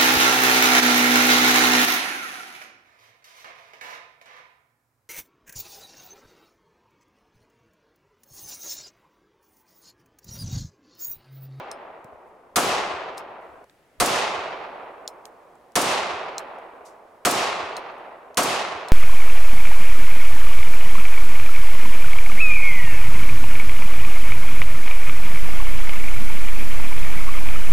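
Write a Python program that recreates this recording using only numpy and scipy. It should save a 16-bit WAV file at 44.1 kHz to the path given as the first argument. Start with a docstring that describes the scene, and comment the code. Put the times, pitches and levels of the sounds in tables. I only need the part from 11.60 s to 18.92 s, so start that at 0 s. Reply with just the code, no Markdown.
"""Pistol shots on a forest range

A pistol fires five times close by while the echo of an earlier shot is still dying away. Each blast
overloads the microphone, booms off the ground and rolls back from the same trunks and hillsides.
Spent brass lands with a ping. After the first of the five, we jump to a second, hissier position."""
import sys
import numpy as np
from scipy import signal
from scipy.fft import rfft, irfft, next_fast_len
from scipy.io import wavfile
from scipy.ndimage import uniform_filter1d

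SR = 44100
rng = np.random.default_rng(int(sys.argv[2]) if len(sys.argv) > 2 else 0)


def bounce(signal):
    """Save signal as a 16-bit WAV file at the path given by the first command-line argument."""
    frames = np.transpose(np.atleast_2d(signal))
    limited = np.clip(frames, -1, 1)
    pcm = np.round(limited * 32767).astype(np.int16)
    wavfile.write(sys.argv[1], SR, pcm)


N = 322809
SHORT, LONG = 16384, 98304  # samples in a close sound and in a forest tail
AGE = np.arange(LONG) / SR  # seconds since a sound began


def amp(db):
    return 10 ** (np.asarray(db) / 20)


def curve_at(points, hz):
    """Reads a curve between its points, on a log-frequency axis."""
    pitches, values = np.transpose(points)
    return np.interp(np.log(hz + 1), np.log(pitches), values)


def pan(db):
    """Channel gains that put the left db above the right."""
    return amp(np.array([[db], [-db]]) / 2)


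def add(mix, s, sound):
    """Mixes a sound in at s seconds, which may lie before the start."""
    at = round(s * SR)
    part, sound = mix[:, max(at, 0):], sound[..., max(-at, 0):]
    part[:, :sound.shape[-1]] += sound[..., :part.shape[-1]]


def envelope(t, db, rise_s, hold_s, fall_db_per_s, spread_db=0, curve=1):
    """Rises, holds until hold_s, then falls steadily and by spread_db for each doubling of the path."""
    late = np.maximum(t, hold_s)
    rise = np.clip(t / rise_s, 0, 1) ** curve
    return rise * amp(db - fall_db_per_s * (late - hold_s) - spread_db * np.log2(late / hold_s))


def colour(x, eq):
    """A causal EQ of unit energy: it shapes the tone of white noise and keeps its level."""
    size = x.shape[-1]
    gain = amp(curve_at(eq, abs(np.fft.fftfreq(size, 1 / SR))))
    gain /= np.sqrt(np.mean(gain ** 2))
    minimum_phase = np.exp(np.conj(signal.hilbert(np.log(gain))))
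    return irfft(rfft(x) * minimum_phase[:size // 2 + 1], size)


def blend(shared, fresh, likeness):
    """Noise that resembles shared by the given likeness in each band; fresh supplies the rest."""
    size = shared.shape[-1]
    alike = np.clip(curve_at(likeness, np.fft.rfftfreq(size, 1 / SR)), -1, 1)
    return irfft(alike * rfft(shared) + np.sqrt(1 - alike ** 2) * rfft(fresh), size)


def evened(x, size=2048):
    """Spreads the strength of a noise evenly over every pitch."""
    for _ in range(3):
        bands = signal.stft(x, nperseg=size)[2]
        x = signal.istft(bands / (abs(bands) + 1e-12), nperseg=size)[1]
    return x / x.std()


# Stereo width. Each row: frequency in Hz, likeness of left and right from 0 to 1.
STEREO_LIKENESS = [(60, 0.55), (160, 1), (350, 0.98), (800, 0.75), (2000, 0.47), (5000, 0.45), (9000, 0.73),
                   (13000, 1)]

def noise(size):
    """Diffuse white noise at the two microphones."""
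    left, fresh = rng.standard_normal((2, size))
    return np.array([left, blend(left, fresh, STEREO_LIKENESS)])


def burst(hz, t60, octaves):
    """A dying puff of noise around one pitch."""
    bins = np.fft.rfftfreq(SHORT, 1 / SR)
    band = np.exp(-(np.log2((bins + 1) / hz) / octaves) ** 2 / 2)
    puff = irfft(rfft(noise(SHORT)) * band)
    return puff / puff.std() * amp(-60 * AGE[:SHORT] / t60)


def knock(hz, t60, octaves=0.81):
    """A burst with an attack: the longer it lasts, the softer it starts."""
    return burst(hz, t60, octaves) * np.minimum(AGE[:SHORT] / (t60 * 0.071), 1)


# The tone of the breeze and of the hiss. Each row: frequency in Hz, relative level in dB.
BREEZE_EQ = [(20, -14), (70, -10.5), (160, -4), (350, -1.5), (650, 0.5), (1100, -7.5), (2000, -9.5),
             (4000, -26.5), (16000, -38.5)]
HISS_EQ = [(100, 3), (3000, 6.5), (6000, 0), (10000, -1), (16000, -7.5)]
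# Buffets of air on the microphone ports: wind, and at 2.42 s the muzzle blast of the shot at 2.4 s. Each row:
# midpoint in seconds, length in seconds, level in dB.
GUSTS = [(0.542, 0.07, -63), (.69, 0.039, -65), (1.179, 0.28, -54), (1.703, 0.025, -58), (1.932, .12, -62),
         (2.42, .04, -37.5)]

def background(breeze_db=-61, first_hiss_db=-77, second_hiss_db=-71, hiss_step_s=1.81, draught_db=-76):
    """The bed: air in the trees, small gusts on each microphone port, and the microphone's own hiss."""
    t = np.arange(N) / SR
    size = next_fast_len(N)
    hiss = colour(noise(size), HISS_EQ)[:, :N]
    hiss *= amp(np.where(t < hiss_step_s, first_hiss_db, second_hiss_db))
    rumble_eq = [(20, -12.5), (65, -4.5), (130, -10.0), (400, -49.5)]
    rumble = colour(rng.standard_normal((2, size)), rumble_eq)[:, :N]
    swells = sum(amp(db) * np.exp(-(2 * (t - s) / length) ** 2) for s, length, db in GUSTS)
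    breeze = amp(breeze_db) * colour(noise(size), BREEZE_EQ)[:, :N]
    return breeze + hiss + rumble * (amp(draught_db) + swells)


# Ticks of bouncing brass, trigger and grip. Each row: start in seconds, level in dB, centre in Hz.
TICKS = [(.444, -45.5, 7000), (2.042, -54, 6000), (2.097, -44, 2800), (3.6544, -30, 4300),
         (3.9545, -55, 6500), (4.12, -51, 6360), (4.7935, -37.5, 6000), (4.9857, -49, 6030),
         (6.383, -54.5, 8000), (6.7449, -40.5, 4960)]
# A soft bump, then scuffs. Each row: start in seconds, level in dB, centre in Hz, T60 in seconds.
RUSTLES = [(.447, -39, 181, 0.05), (.66, -75, 8400, .25), (1.571, -46.5, 6000, 0.08),
           (5.248, -48.5, 5750, 0.21)]

def handling():
    """Small foley between shots: dry ticks with a faint bright tail, rustles and one bump."""
    out = np.zeros((2, N))
    for s, db, hz in TICKS:
        tick = knock(hz, t60=0.0086, octaves=0.88)
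        tail = amp(-22.5) * knock(hz=8000, t60=0.09)
        add(out, s, amp(db) * (tick + tail))
    for s, db, hz, t60 in RUSTLES:
        add(out, s, amp(db) * knock(hz, t60, octaves=0.66))
    return out


# Spent cases landing. Each row: start in seconds, click level in dB, click centre in Hz,
# grit level in dB, then the levels of the low, middle and high ring in dB.
LANDINGS = [(0.1148, -19.5, 5540, -53, -45, -46, -45), (1.5795, -23, 5700, -43, -58, -47, -56),
            (3.4772, -15, 4800, -40.5, -36, -49, -50), (4.7817, -16.5, 5100, -40, -32, -52, -51),
            (6.1672, -20.5, 5470, -43, -36, -55, -47), (7.2851, -21, 5000, -46, -37, -61, -52)]
# The low, middle and high ring of a case. Each row: pitch in Hz, T60 in seconds.
BRASS_MODES = [(4100, .045), (5227, .105), (8895, .08)]

def cases():
    """A hard click on stony ground, a short scatter of grit, and the ring of the brass tube."""
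    out, t = np.zeros((2, N)), AGE[:SHORT]
    for s, click_db, click_hz, grit_db, *rings_db in LANDINGS:
        click = burst(click_hz, t60=0.0065, octaves=0.53)
        click = 0.56 * click[0] + 0.2 * click  # narrowed towards mono
        grit = burst(hz=6500, t60=0.066, octaves=0.88)
        sound = amp(click_db) * click + amp(grit_db) * grit
        for (hz, t60), db in zip(BRASS_MODES, rings_db):  # how a case lands decides which modes ring
            cycles = hz * t + rng.random() + 0.085 * rng.random((2, 1))
            sound += amp(db - 60 * t / t60) * np.sin(2 * np.pi * cycles)
        add(out, s, sound * np.minimum(t / 0.00032, 1))
    return out


# Slapback off trunks and banks. Each row: delay in seconds, level in dB, left over right in dB.
SLAPS = [(.0275, 1, 7.5), (0.048, -3, -6.5), (.159, -0.5, -5), (.2065, -7, -18), (.243, -6, -13),
         (.279, -0.5, 7), (.348, -5.5, -8), (0.461, -6, 1)]
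# Its dull tone. Each row: frequency in Hz, relative level in dB.
SLAP_EQ = [(40, -39), (250, -17.5), (600, 10), (1200, 3), (2500, -7.5), (5000, -14.5), (12000, -40.5)]

def trunks(far_count=10, far_from_s=0.3, far_span_s=0.6, far_db=-8.5, far_side_db=7.5):
    """One dull copy of the blast per strong reflector; far ones stand at random, weaker with distance."""
    taps = np.zeros((2, LONG))
    for s, db, side_db in SLAPS:
        add(taps, s, amp(db) * pan(side_db))
    for k, (place, side) in enumerate(rng.random((far_count, 2))):
        s = far_from_s + far_span_s * (k + place) / far_count
        add(taps, s, amp(far_db) * far_from_s / s * pan(far_side_db * (2 * side - 1)))
    return colour(taps, SLAP_EQ)


def tree_clumps(lump_db=1, roll_db=1.08, lump_samples=90):
    """Trees stand in groups, so their echoes arrive in lumps of a few milliseconds within slower rolls."""
    lumps = uniform_filter1d(noise(LONG), lump_samples)
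    rolls = uniform_filter1d(rng.standard_normal(LONG), lump_samples * 10)
    flutter_db = lump_db * lumps / lumps.std() + roll_db * rolls / rolls.std()
    gain = amp(flutter_db * np.minimum(AGE / 0.18, 1))
    return gain / np.sqrt(np.mean(gain ** 2))


# The tone of the forest tail. Each row: frequency in Hz, relative level in dB.
FOREST_EQ = [(20, -39.5), (70, -17), (150, -11.5), (260, -9), (420, -2.5), (680, 2), (1100, 1.5),
             (1600, -3.5), (2400, -2), (3500, -4), (6500, -6), (10000, -14), (16000, -30.5)]
# Its damping on the way. Each row: frequency in Hz, loss added to the overall decay in dB per second.
AIR_LOSS = [(100, 19.5), (350, -4.5), (800, -2), (1500, 4), (2500, 13), (4200, 29), (7500, 58),
            (11000, 72.5), (16000, 152)]

def forest(paths, slaps, tilt_db, fading_db_per_s, side_db):
    """The tail swells briefly after the blast; the later an echo, the more treble the air takes."""
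    swell = envelope(AGE, db=-20.5, rise_s=0.13, hold_s=0.2, fall_db_per_s=19, spread_db=1.88, curve=0.78)
    hz, t, bands = signal.stft(colour(paths, FOREST_EQ) * swell + slaps, SR, nperseg=256)
    loss_db = (curve_at(AIR_LOSS, hz)[:, None] + fading_db_per_s) * t
    treble_db = tilt_db * np.log2(1 + hz / 1000)[:, None]
    lean_db = side_db * np.exp(-(hz / 1800) ** 2)  # the hillside on one side returns mostly the low body
    balance = amp(np.array([lean_db, -lean_db]) / 2)[..., None]
    return signal.istft(bands * amp(treble_db - loss_db) * balance, SR, nperseg=256)[1][:, :LONG]


# The blast's low end, direct and off the slopes. Each row: midpoint in seconds after the shot,
# level in dB, pitch in Hz, left over right in dB.
THUDS = [(.006, -40, 48, 0), (.015, -26.5, 180, -2), (.04, -29, 260, 5.5), (.076, -25.5, 262, -5.5),
         (.115, -32.5, 175, 3), (0.391, -43, 91.5, -1)]

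def thuds(width_cycles=0.7):
    """Each thud is one push and one pull of air, from its own side."""
    out = np.zeros((2, LONG))
    for s, db, hz, side_db in THUDS:
        cycles = hz * (s - AGE)
        out += amp(db) * pan(side_db) * np.sin(2 * np.pi * cycles) * np.exp(-(cycles / width_cycles) ** 2)
    return out


# The tone of the boom. Each row: frequency in Hz, relative level in dB.
BOOM_EQ = [(20, -30), (70, -19), (150, -12.5), (270, -3), (380, -2), (700, 0), (1200, -1), (1600, -10),
           (2600, -12.5), (6000, -38.5)]
# Its ring. Each row: pitch in Hz, level in dB, T60 in seconds.
BOOM_MODES = [(375.6, -25, 0.37), (485, -21, 0.21), (712, -8.5, 0.1), (1020, -24.5, 0.053),
              (1288, -18.5, 0.19)]

def boom(paths, phases, rise_s=0.011, slope_delay_s=0.067):
    """The body: close reflections pile up, ring briefly and return once from the nearest slope."""
    t = AGE[:SHORT]
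    ground = envelope(t, db=-19, rise_s=rise_s, hold_s=0.027, fall_db_per_s=230)
    slope = envelope(t - slope_delay_s, db=-26.5, rise_s=rise_s, hold_s=0.053, fall_db_per_s=190)
    ring = sum(amp(db - 60 * t / t60) * np.sin(2 * np.pi * hz * t + phase)
               for (hz, db, t60), phase in zip(BOOM_MODES, phases))
    ring_attack = 1 - np.exp(-(t / 0.013) ** 2)
    return colour(paths, BOOM_EQ) * np.hypot(ground, slope) + ring * ring_attack


# The tone of the muzzle crack and its scatter. Each row: frequency in Hz, relative level in dB.
CRACK_EQ = [(30, -39), (200, -11.5), (600, -14.5), (1300, 5.5), (2500, 0.5), (4500, 0.5), (7000, 1),
            (9500, -1), (12000, -7.5), (16000, -18)]

def crack(ceiling_db=-11.5, crossfeed=0.095, clearing_s=0.22):
    """The attack: shock waves saturate the microphone, and their scatter off stones and brush thins out."""
    t = AGE[:SHORT]
    direct = envelope(t, db=-12.5, rise_s=0.0004, hold_s=0.009, fall_db_per_s=2000)
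    scatter = envelope(t, db=-20, rise_s=0.018, hold_s=0.018, fall_db_per_s=0, spread_db=5.5)
    scatter *= np.exp(-(t / clearing_s) ** 4)  # it ends at the edge of the clearing
    blast = colour(noise(SHORT), CRACK_EQ) * np.hypot(direct, scatter)
    blast += crossfeed * (blast[::-1] - blast)  # narrows the image a little
    return amp(ceiling_db) * np.tanh(blast / amp(ceiling_db))


# The shots; the earliest leaves only its tail. Each row: start in seconds, crack, boom and forest gains
# in dB, then the tail's treble tilt in dB per octave, extra fade in dB per second, left over right in dB.
SHOTS = [(-0.53, -2, 0, -4, -1, -2, -0.5), (0.9587, -1, -0.5, 0, -0.38, 2.5, -.5),
         (2.4, -1.5, -0.5, -0.9, 0.5, -1, -2), (4.1549, -1.5, -0.5, -1, 0.5, 0, -2),
         (5.6499, -1, -0.5, -1.4, 0.5, 1, -1.5), (6.7715, -1, -0.5, -1.5, 0.5, 4.5, -2)]
# What the shots' reflections have in common. 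Each row: frequency in Hz, likeness from 0 to 1.
SHOT_LIKENESS = [(100, 0.95), (900, 0.91), (2500, 0.85), (6000, 0.21), (12000, 0.12)]

def gunfire(jump_s=2.05, jump_fade_s=0.0047, slide_delay_s=0.058):
    """Crack, boom and forest tail: every shot travels the same paths, a little altered by moving air."""
    out = np.zeros((2, N))
    near, far = evened(noise(SHORT)), noise(LONG)
    clumps, slaps, low_end = tree_clumps(), trunks(), thuds()
    phases = rng.uniform(0, 2 * np.pi, len(BOOM_MODES))
    far_paths = blend(far, np.array([noise(LONG) for _ in SHOTS]), SHOT_LIKENESS) * clumps
    for paths, (s, crack_db, boom_db, forest_db, *tail_settings) in zip(far_paths, SHOTS):
        shot = amp(forest_db) * forest(paths, slaps, *tail_settings) + amp(boom_db) * low_end
        add(shot, 0, amp(crack_db) * crack())
        near_paths = blend(near, noise(SHORT), SHOT_LIKENESS)
        add(shot, 0, amp(boom_db) * boom(near_paths, phases))
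        if s < jump_s:  # the first position faces the other way, and the jump ends its echoes
            shot = shot[::-1] * np.clip((jump_s - s - AGE) / jump_fade_s, 0, 1)
        else:  # the second position hears the slide slam shut
            add(shot, slide_delay_s, amp(-20.5) * knock(hz=7050, t60=0.056, octaves=0.65))
        add(out, s, shot)
    return out


def scene():
    return gunfire() + cases() + handling() + background()


def record(dry, ceiling_db=-5.5, cutoff_hz=16100):
    """Soft overload on the highest peaks, then a steep low-pass."""
    limited = dry / (1 + (dry / amp(ceiling_db)) ** 4) ** (1 / 4)
    lowpass = signal.firwin(255, cutoff_hz, window=("kaiser", 8), fs=SR)
    return signal.oaconvolve(limited, lowpass[None], "same")


dry = scene()
out = record(dry)
bounce(out)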